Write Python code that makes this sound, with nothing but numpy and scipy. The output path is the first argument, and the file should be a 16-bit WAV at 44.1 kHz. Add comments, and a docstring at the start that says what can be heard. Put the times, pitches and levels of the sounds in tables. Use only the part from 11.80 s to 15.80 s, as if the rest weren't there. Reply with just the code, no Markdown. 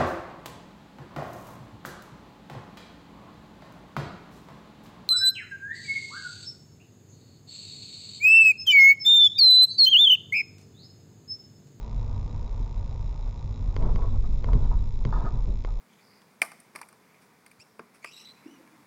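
"""Car rolling onto a plank bridge

Heard from a camera inside the windscreen, a car rolls slowly off tarmac onto wooden planks.
The cabin booms at each joint, wheels thump over raised boards and loose planks clatter.
A jolted plastic fitting clicks and trim buzzes. The camera's electronics buzz and chirp faintly."""
import sys
import numpy as np
from scipy import signal
from scipy.fft import rfft, irfft
from scipy.io import wavfile
from scipy.ndimage import uniform_filter1d

SR = 44100
rng = np.random.default_rng(int(sys.argv[2]) if len(sys.argv) > 2 else 0)


def to_wav(sig):
    """Store sig (one row per channel, or 1-D mono) as 16-bit WAV at the path in sys.argv[1].

    Samples outside -1..1 are clipped; the rate is SR.
    """
    pcm = np.clip(np.atleast_2d(sig), -1, 1) * 32767
    pcm = np.round(pcm).astype(np.int16)
    wavfile.write(sys.argv[1], SR, pcm.T)  # frames by channels


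N = 176400
T = np.arange(N) / SR

# engine and road rumble: freq_hz, density_db
RUMBLE_SPECTRUM = [(8, -25.5), (16, -1), (25, -11), (34, 7), (52, -5), (60, -6.5), (72, -15), (82, -9.5),
                   (97, -6.5), (112, -15), (140, -14.5), (165, -28), (230, -23), (300, -36.5), (500, -40.5),
                   (1000, -75.5)]
# rumble level: time_s, level_db
RUMBLE_LEVELS = [(0, -33.5), (.15, -27.5), (.8, -28.5), (1.2, -28), (1.68, -31), (1.85, -27), (2.3, -28),
                 (2.8, -24), (3.1, -27), (3.7, -27), (4, -32)]
# tyre roar: freq_hz, density_db
ROAR_SPECTRUM = [(150, -5.5), (300, -2), (440, 1), (540, -0.5), (780, -4), (935, 1.5), (1030, -4),
                 (1250, -7.5), (1330, -19), (1410, -11.5), (1650, -24), (2000, -23), (3000, -30.5),
                 (6000, -52)]
# roar level: time_s, level_db
ROAR_LEVELS = [(0, -54), (.15, -50.5), (.9, -52), (1.4, -53), (1.93, -53), (2.05, -44.5), (2.25, -56),
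               (2.4, -61), (2.75, -47.5), (3.15, -58), (3.45, -44), (3.8, -58), (4, -52)]
# electrical buzz: freq_hz, gain_db
BUZZ_SPECTRUM = [(300, -10.5), (1300, 0.5), (2200, 2), (3800, 2.5), (4930, -1), (5040, 7), (5110, -7.5),
                 (5300, 0.5), (6800, -3.5), (8000, -9.5)]
# electrical hiss: freq_hz, density_db
HISS_SPECTRUM = [(500, -11.5), (2000, -0.5), (3000, -2), (3900, 1), (4850, -1.5), (5040, 4), (5230, -1.5),
                 (7000, -2.5), (8000, -12)]
# camera chirps: centre_s
CHIRP_TIMES_S = [0.031, 0.191, 0.356, .51, .67, 0.831, 0.984, 1.109, 1.271, 1.429, 1.59, 1.746, 1.776,
                 1.905, 2.029, 2.156, 2.309, 2.463, 2.592, 2.745, 2.835, 2.868, 2.991, 3.15, 3.271, 3.428,
                 3.551, 3.712]
# wheels on bumps and raised boards: start_s, level_db, treble_db, thud_t60_s, ring_db
WHEEL_HITS = [(0.797, -46, 6.5, 0.14, 11), (1.037, -53, -28, 0.13, 12), (1.98, -33, 8.5, 0.51, 2),
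              (2.022, -34, -1, 0.22, 7), (2.051, -32, -3.5, 0.16, 9.5), (2.137, -28.5, -12, 0.11, -6),
              (2.479, -30, -11, 0.11, -1), (2.665, -30.5, 3.5, 0.59, -1.5), (2.731, -39.5, 24, 0.1, 6.5),
              (2.751, -30, -7, 0.06, 11), (2.81, -31, -13, 0.44, -2), (3.2542, -27, -3, 0.17, 8),
              (3.348, -34.5, 5.5, 0.13, 3), (3.437, -29.5, 1, 0.086, 4), (3.531, -32, -8.5, 0.15, 4.5),
              (3.67, -34, 1.5, 0.28, 0.5)]
# wheel thud: freq_hz, density_db
THUD_SPECTRUM = [(40, -30.5), (90, -8.5), (135, 2.5), (180, -4.5), (240, -10.5), (320, -14), (410, -13.5),
                 (500, -23.5), (650, -15), (780, -38.5), (920, -26), (1400, -41.5), (3000, -58)]
# car body modes: pitch_hz, level_db, t60_s
BODY_MODES = [(125.1, 0.5, 0.1), (150.4, -1, 0.083), (191.5, -3, 0.072), (243.6, -12, 0.097),
              (367, -16.5, 0.085), (410.7, -14.5, 0.091)]
# deepest dips: start_s, level_db
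SUSPENSION_JOLTS = [(1.802, -20.5), (2.717, -8), (2.935, -10.5), (3.688, -19)]
# trim buzz: freq_hz, density_db
TRIM_SPECTRUM = [(1500, -32), (3300, -17.5), (3500, -1.5), (3700, -15), (5000, -20), (7500, -27.5)]
# trim level: time_s, level_db
TRIM_LEVELS = [(1.9, -84), (2.05, -72), (2.28, -70), (2.45, -87), (2.7, -80.5), (2.9, -71), (3.2, -89),
               (3.38, -62), (3.65, -89.5)]
# deck end rattle: freq_hz, density_db
RATTLE_SPECTRUM = [(250, -0.5), (430, 3), (600, -0.5), (820, -3.5), (930, -2), (1010, 4), (1055, -11),
                   (1100, 7), (1160, -17), (1270, -8), (1600, -22.5), (2900, -32.5), (4200, -33),
                   (7000, -50.5)]
# jolts to the plastic fitting: start_s, level_db, treble_db
FITTING_CLICKS = [(1.9643, -19, -9.5), (2.0244, -29.5, -10), (2.1589, -24, -9.5), (2.221, -24.5, -28),
                  (2.6431, -20.5, -13), (2.7322, -21.5, -11.5), (2.8466, -48, 8), (3.2509, -19, -10),
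                  (3.848, -20, -15)]
# fitting modes: pitch_hz, level_db, t60_s
FITTING_MODES = [(440, -0.5, .011), (1050, -6.5, 0.015), (1320, -14.5, 0.014), (1948, -10, 0.0096),
                 (2108, -16, 0.024), (3160, -6.5, 0.0076), (4600, -3, 0.0055), (6300, -14, 0.0087)]
# strength of plank joints under the tyres: time_s, level_db
JOINT_LEVELS = [(1.96, -7), (2.25, -17.5), (2.38, -11.5), (2.47, -11.5), (2.65, -23.5), (2.78, -10.5),
                (2.97, -16.5), (3.1, -15.5), (3.6, -25), (4, -23)]
# cabin modes: pitch_hz, level_db, t60_s
CABIN_MODES = [(19.18, -3.5, 0.39), (38, -3, 0.23), (150, -30, 0.028), (230, -25.5, 0.026),
               (392, -32.5, 0.13)]
# loose planks hitting beams: start_s, level_db, hold_s, t60_s, treble_db, focus_hz, slap_db
PLANK_SLAPS = [(2.437, -47.5, 0.015, 0.085, -22, 1100, -22), (2.6857, -48, 0.004, 0.19, -11, 963, 11.5),
               (2.845, -48, 0.015, 0.14, -20.5, 912, -10), (2.912, -42.5, 0.013, 0.18, -10, 928, -12),
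               (3.289, -55, .002, .05, -1, 950, 6), (3.325, -37.5, 0.012, 0.081, 3, 915, 2),
               (3.339, -46, 0.0028, 0.045, 9, 1440, 7), (3.358, -40.5, 0.02, 0.23, 2.5, 960, -4),
               (3.405, -44.5, .015, 0.28, 4, 980, -1), (3.448, -47.5, 0.0083, 0.068, 16, 895, -6),
               (3.456, -41, 0.006, 0.05, -2, 1055, -1), (3.464, -41, 0.019, 0.038, 6, 1250, -1),
               (3.549, -57, 0.005, .3, -11, 900, -6), (3.874, -48, 0.01, 0.17, -10, 900, -11)]
# loose plank modes, plus four faint high ringing tones heard with each clatter: pitch_hz, level_db, t60_s
CLATTER_TONES = [(437, 1, 0.023), (749, -10.5, 0.057), (882, -1, 0.04), (970, 0, 0.033), (1085, -2, 0.046),
                 (1250, -1, 0.11), (1440, -10, 0.11), (1610, -14.5, 0.091), (1770, -18, 0.12),
                 (3580, -26, .06), (3620, -27.5, .04), (4560, -27, 0.068), (5140, -31, 0.069)]
# plank scuff: freq_hz, density_db
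SCUFF_SPECTRUM = [(200, -40), (450, -7), (700, 17.5), (950, 5), (1700, -3), (2200, -23.5), (3000, -33.5),
                  (4500, -22.5), (7000, -32)]

DECK_START_S = 1.988


def amp(db):
    """Decibels to gain."""
    return 10 ** (np.asarray(db) / 20)


def unit(x):
    """Scale to rms 1."""
    return x / np.sqrt(np.mean(x ** 2) + 1e-20)


def level(points, at_s=T):
    """Gain from (time_s, level_db) points."""
    return amp(np.interp(at_s, *np.transpose(points)))


def add(mix, start_s, sound):
    """Mix a sound in at start_s."""
    part = mix[max(round(start_s * SR), 0):][:len(sound)]
    part += sound[:len(part)]


def shelf(hz, corner_hz, db):
    """Treble shelf gain."""
    return amp(db * hz ** 4 / (hz ** 4 + corner_hz ** 4))


def colour(x, spectrum, treble_db=0, corner_hz=1000):
    """Apply a spectrum and a treble shelf; rms 1."""
    hz = np.fft.rfftfreq(len(x), 1 / SR)
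    points_hz, points_db = np.transpose(spectrum)
    gain = amp(np.interp(np.log(hz + 1), np.log(points_hz + 1), points_db))
    return unit(irfft(rfft(x) * gain * shelf(hz, corner_hz, treble_db), len(x)))


def flicker(size, depth_db, rate_hz):
    """Smooth random gain; depth_db is rms."""
    hz = np.fft.rfftfreq(size, 1 / SR)
    drift = irfft(rfft(rng.standard_normal(size)) * np.exp(-(hz / rate_hz) ** 2) * (hz > 0), size)
    return amp(depth_db * unit(drift))


def steadied(x, span_s):
    """Even out swells slower than span_s."""
    power = uniform_filter1d(x ** 2, max(int(span_s * SR), 2), mode="wrap")
    return x / np.sqrt(abs(power) + 1e-9)


def envelope(t, rise_s, hold_s, t60_s):
    """Linear rise, hold, exponential decay."""
    return np.minimum(t / rise_s, 1) * amp(-60 * np.maximum(t - rise_s - hold_s, 0) / t60_s)


def ring(t, hz, db, t60_s):
    """One decaying tone."""
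    return amp(db) * np.exp(-np.log(1000) * t / t60_s) * np.sin(2 * np.pi * hz * t)


def rolling():
    """Engine and road rumble through the body; tyres roar above it."""
    rumble = steadied(colour(rng.standard_normal(N), RUMBLE_SPECTRUM), span_s=0.28)
    roar = colour(rng.standard_normal(N), ROAR_SPECTRUM) * flicker(N, depth_db=1.3, rate_hz=35)
    return rumble * level(RUMBLE_LEVELS) + roar * level(ROAR_LEVELS)


def tread_song(pitch_hz=935, width_hz=90, level_db=-61, fade_s=0.6):
    """Tread sings in a narrow band on tarmac, fading as the wheels reach the deck."""
    hz = np.fft.rfftfreq(N, 1 / SR)
    band = 1 / (1 + (2 * (hz - pitch_hz) / width_hz) ** 2)
    song = unit(irfft(rfft(rng.standard_normal(N)) * band, N))
    return amp(level_db) * song * np.clip((DECK_START_S - T) / fade_s, 0, 1)


def camera_buzz(picture_rate_hz=60.0895, spike_gap_s=0.00066, level_db=-63):
    """The electronics emit two opposite spikes per picture."""
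    spikes = np.zeros(N)
    for start_s in np.arange(0.01252, T[-1], 1 / picture_rate_hz):
        height = amp(-0.4 * rng.standard_normal(1))
        add(spikes, start_s, -height)
        add(spikes, start_s + spike_gap_s, 0.82 * height)
    return amp(level_db) * colour(spikes, BUZZ_SPECTRUM)


def camera_chirps(pitch_hz=3870, length_s=0.028, level_db=-62):
    """Faint recurring pips from the electronics."""
    out, t = np.zeros(N), T[:int(length_s * SR)]
    chirp = np.sin(np.pi * t / length_s) * np.sin(2 * np.pi * pitch_hz * t)
    for centre_s in CHIRP_TIMES_S:
        add(out, centre_s - length_s / 2, chirp)
    return amp(level_db) * out


def wheel_thumps(rise_s=0.0098, hold_s=0.023, corner_hz=350, thud_db=-6.5):
    """Bumps ring the car body: hollow modes in a dull thud."""
    out, t = np.zeros(N), T[:SR // 2]
    for start_s, level_db, treble_db, t60_s, ring_db in WHEEL_HITS:
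        noise = colour(rng.standard_normal(len(t)), THUD_SPECTRUM, treble_db, corner_hz)
        thud = amp(thud_db) * steadied(noise, span_s=0.055) * envelope(t, rise_s, hold_s, t60_s)
        body = sum(shelf(mode[0], corner_hz, treble_db) * ring(t, *mode) for mode in BODY_MODES)
        boom = 2 * amp(ring_db) * body * np.minimum(t / rise_s, 1)
        add(out, start_s, amp(level_db) * (thud + boom))
    return out


def suspension_jolts(pitch_hz=39.5):
    """The deepest dips work the suspension; the cabin booms."""
    out, t = np.zeros(N), T[:SR // 2]
    boom = np.sin(2 * np.pi * pitch_hz * t) * envelope(t, rise_s=0.025, hold_s=0, t60_s=0.19)
    for start_s, level_db in SUSPENSION_JOLTS:
        add(out, start_s, amp(level_db) * boom)
    return out


def trim_buzz():
    """A piece of trim buzzes thinly while the car shakes."""
    noise = rng.standard_normal(N) * flicker(N, depth_db=4.3, rate_hz=28)
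    return level(TRIM_LEVELS) * colour(noise, TRIM_SPECTRUM)


def deck_rattle(start_s=1.96, level_db=-44):
    """The deck's end shivers as the car runs onto it."""
    noise = rng.standard_normal(N) * flicker(N, depth_db=4.1, rate_hz=33)
    shiver = steadied(colour(noise, RATTLE_SPECTRUM), span_s=0.16)
    age_s = np.maximum(T - start_s, 0)
    return amp(level_db) * shiver * envelope(age_s, rise_s=0.059, hold_s=0.29, t60_s=0.46)


def fitting_clicks(rise_s=0.00096, corner_hz=2500):
    """A jolted plastic fitting rings briefly, close by."""
    out, t = np.zeros(N), T[:SR // 20]
    for start_s, level_db, treble_db in FITTING_CLICKS:
        click = sum(shelf(mode[0], corner_hz, treble_db) * ring(t, *mode) for mode in FITTING_MODES)
        add(out, start_s, amp(level_db) * click * np.minimum(t / rise_s, 1))
    return out


def plank_joints(rate_hz=17.65, jitter_s=0.0022, spread_db=0.2, rise_s=0.01):
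    """Each joint jolts the suspension and rings the cabin."""
    out, t = np.zeros(N), T[:SR // 2]
    swell = 1 - np.exp(-t / rise_s)
    for start_s in np.arange(DECK_START_S, T[-1], 1 / rate_hz):
        offset_s = rng.normal(0, jitter_s)
        gain = level(JOINT_LEVELS, start_s) * amp(-rng.normal(0, spread_db))
        boom = sum(ring(t, hz, db - rng.normal(0, spread_db), t60_s) for hz, db, t60_s in CABIN_MODES)
        add(out, start_s + offset_s, gain * boom * swell)
    return out


def plank_clatters(bounces_per_s=350, corner_hz=1300, focus_db=9, focus_width_hz=82, scuff_db=-7.5):
    """Loose planks slap and chatter on their beams; the strike point sets which modes ring hardest."""
    out, t = np.zeros(N), T[:SR // 2]
    tones_hz = np.transpose(CLATTER_TONES)[0]
    for start_s, level_db, hold_s, t60_s, treble_db, focus_hz, slap_db in PLANK_SLAPS:
        focus = np.exp(-((tones_hz - focus_hz) / focus_width_hz) ** 2)
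        gains = shelf(tones_hz, corner_hz, treble_db) * amp(focus_db * focus)
        ringing = sum((-1) ** k * gains[k] * ring(t, *tone) for k, tone in enumerate(CLATTER_TONES))
        bounces = rng.standard_normal(len(t)) * (rng.random(len(t)) < bounces_per_s / SR)
        bounces[0] += 1  # first contact
        knocks = unit(signal.fftconvolve(bounces, ringing)[:len(t)])
        grain = rng.standard_normal(len(t)) * flicker(len(t), depth_db=1.5, rate_hz=170)
        chatter = steadied(knocks + amp(scuff_db) * colour(grain, SCUFF_SPECTRUM), span_s=0.018)
        chatter *= envelope(t, rise_s=0.0013, hold_s=hold_s, t60_s=t60_s)
        slap = ringing * envelope(t, rise_s=0.001, hold_s=0, t60_s=0.071)
        slap *= 2 * amp(slap_db) / abs(slap).max()
        add(out, start_s, amp(level_db) * (chatter + slap))
    return out


def scene():
    """Cabin sound, mono."""
    ride = rolling() + tread_song() + plank_joints() + suspension_jolts() + wheel_thumps()
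    loose_parts = deck_rattle() + plank_clatters() + fitting_clicks() + trim_buzz()
    return (ride + loose_parts)[None]


def record(dry, low_cut_hz=12, high_cut_hz=7850, hiss_db=-68.5):
    """The lowest bass is cut; the camera adds its own noise and cuts the top."""
    highpass = signal.butter(2, low_cut_hz, "highpass", fs=SR, output="sos")
    lowpass = signal.firwin(301, high_cut_hz, window=("kaiser", 8), fs=SR)
    heard = signal.sosfilt(highpass, dry) + camera_buzz() + camera_chirps()
    hiss = amp(hiss_db) * colour(rng.standard_normal(N), HISS_SPECTRUM)
    return signal.filtfilt(lowpass, 1, heard + hiss)


dry = scene()
out = record(dry)
to_wav(out)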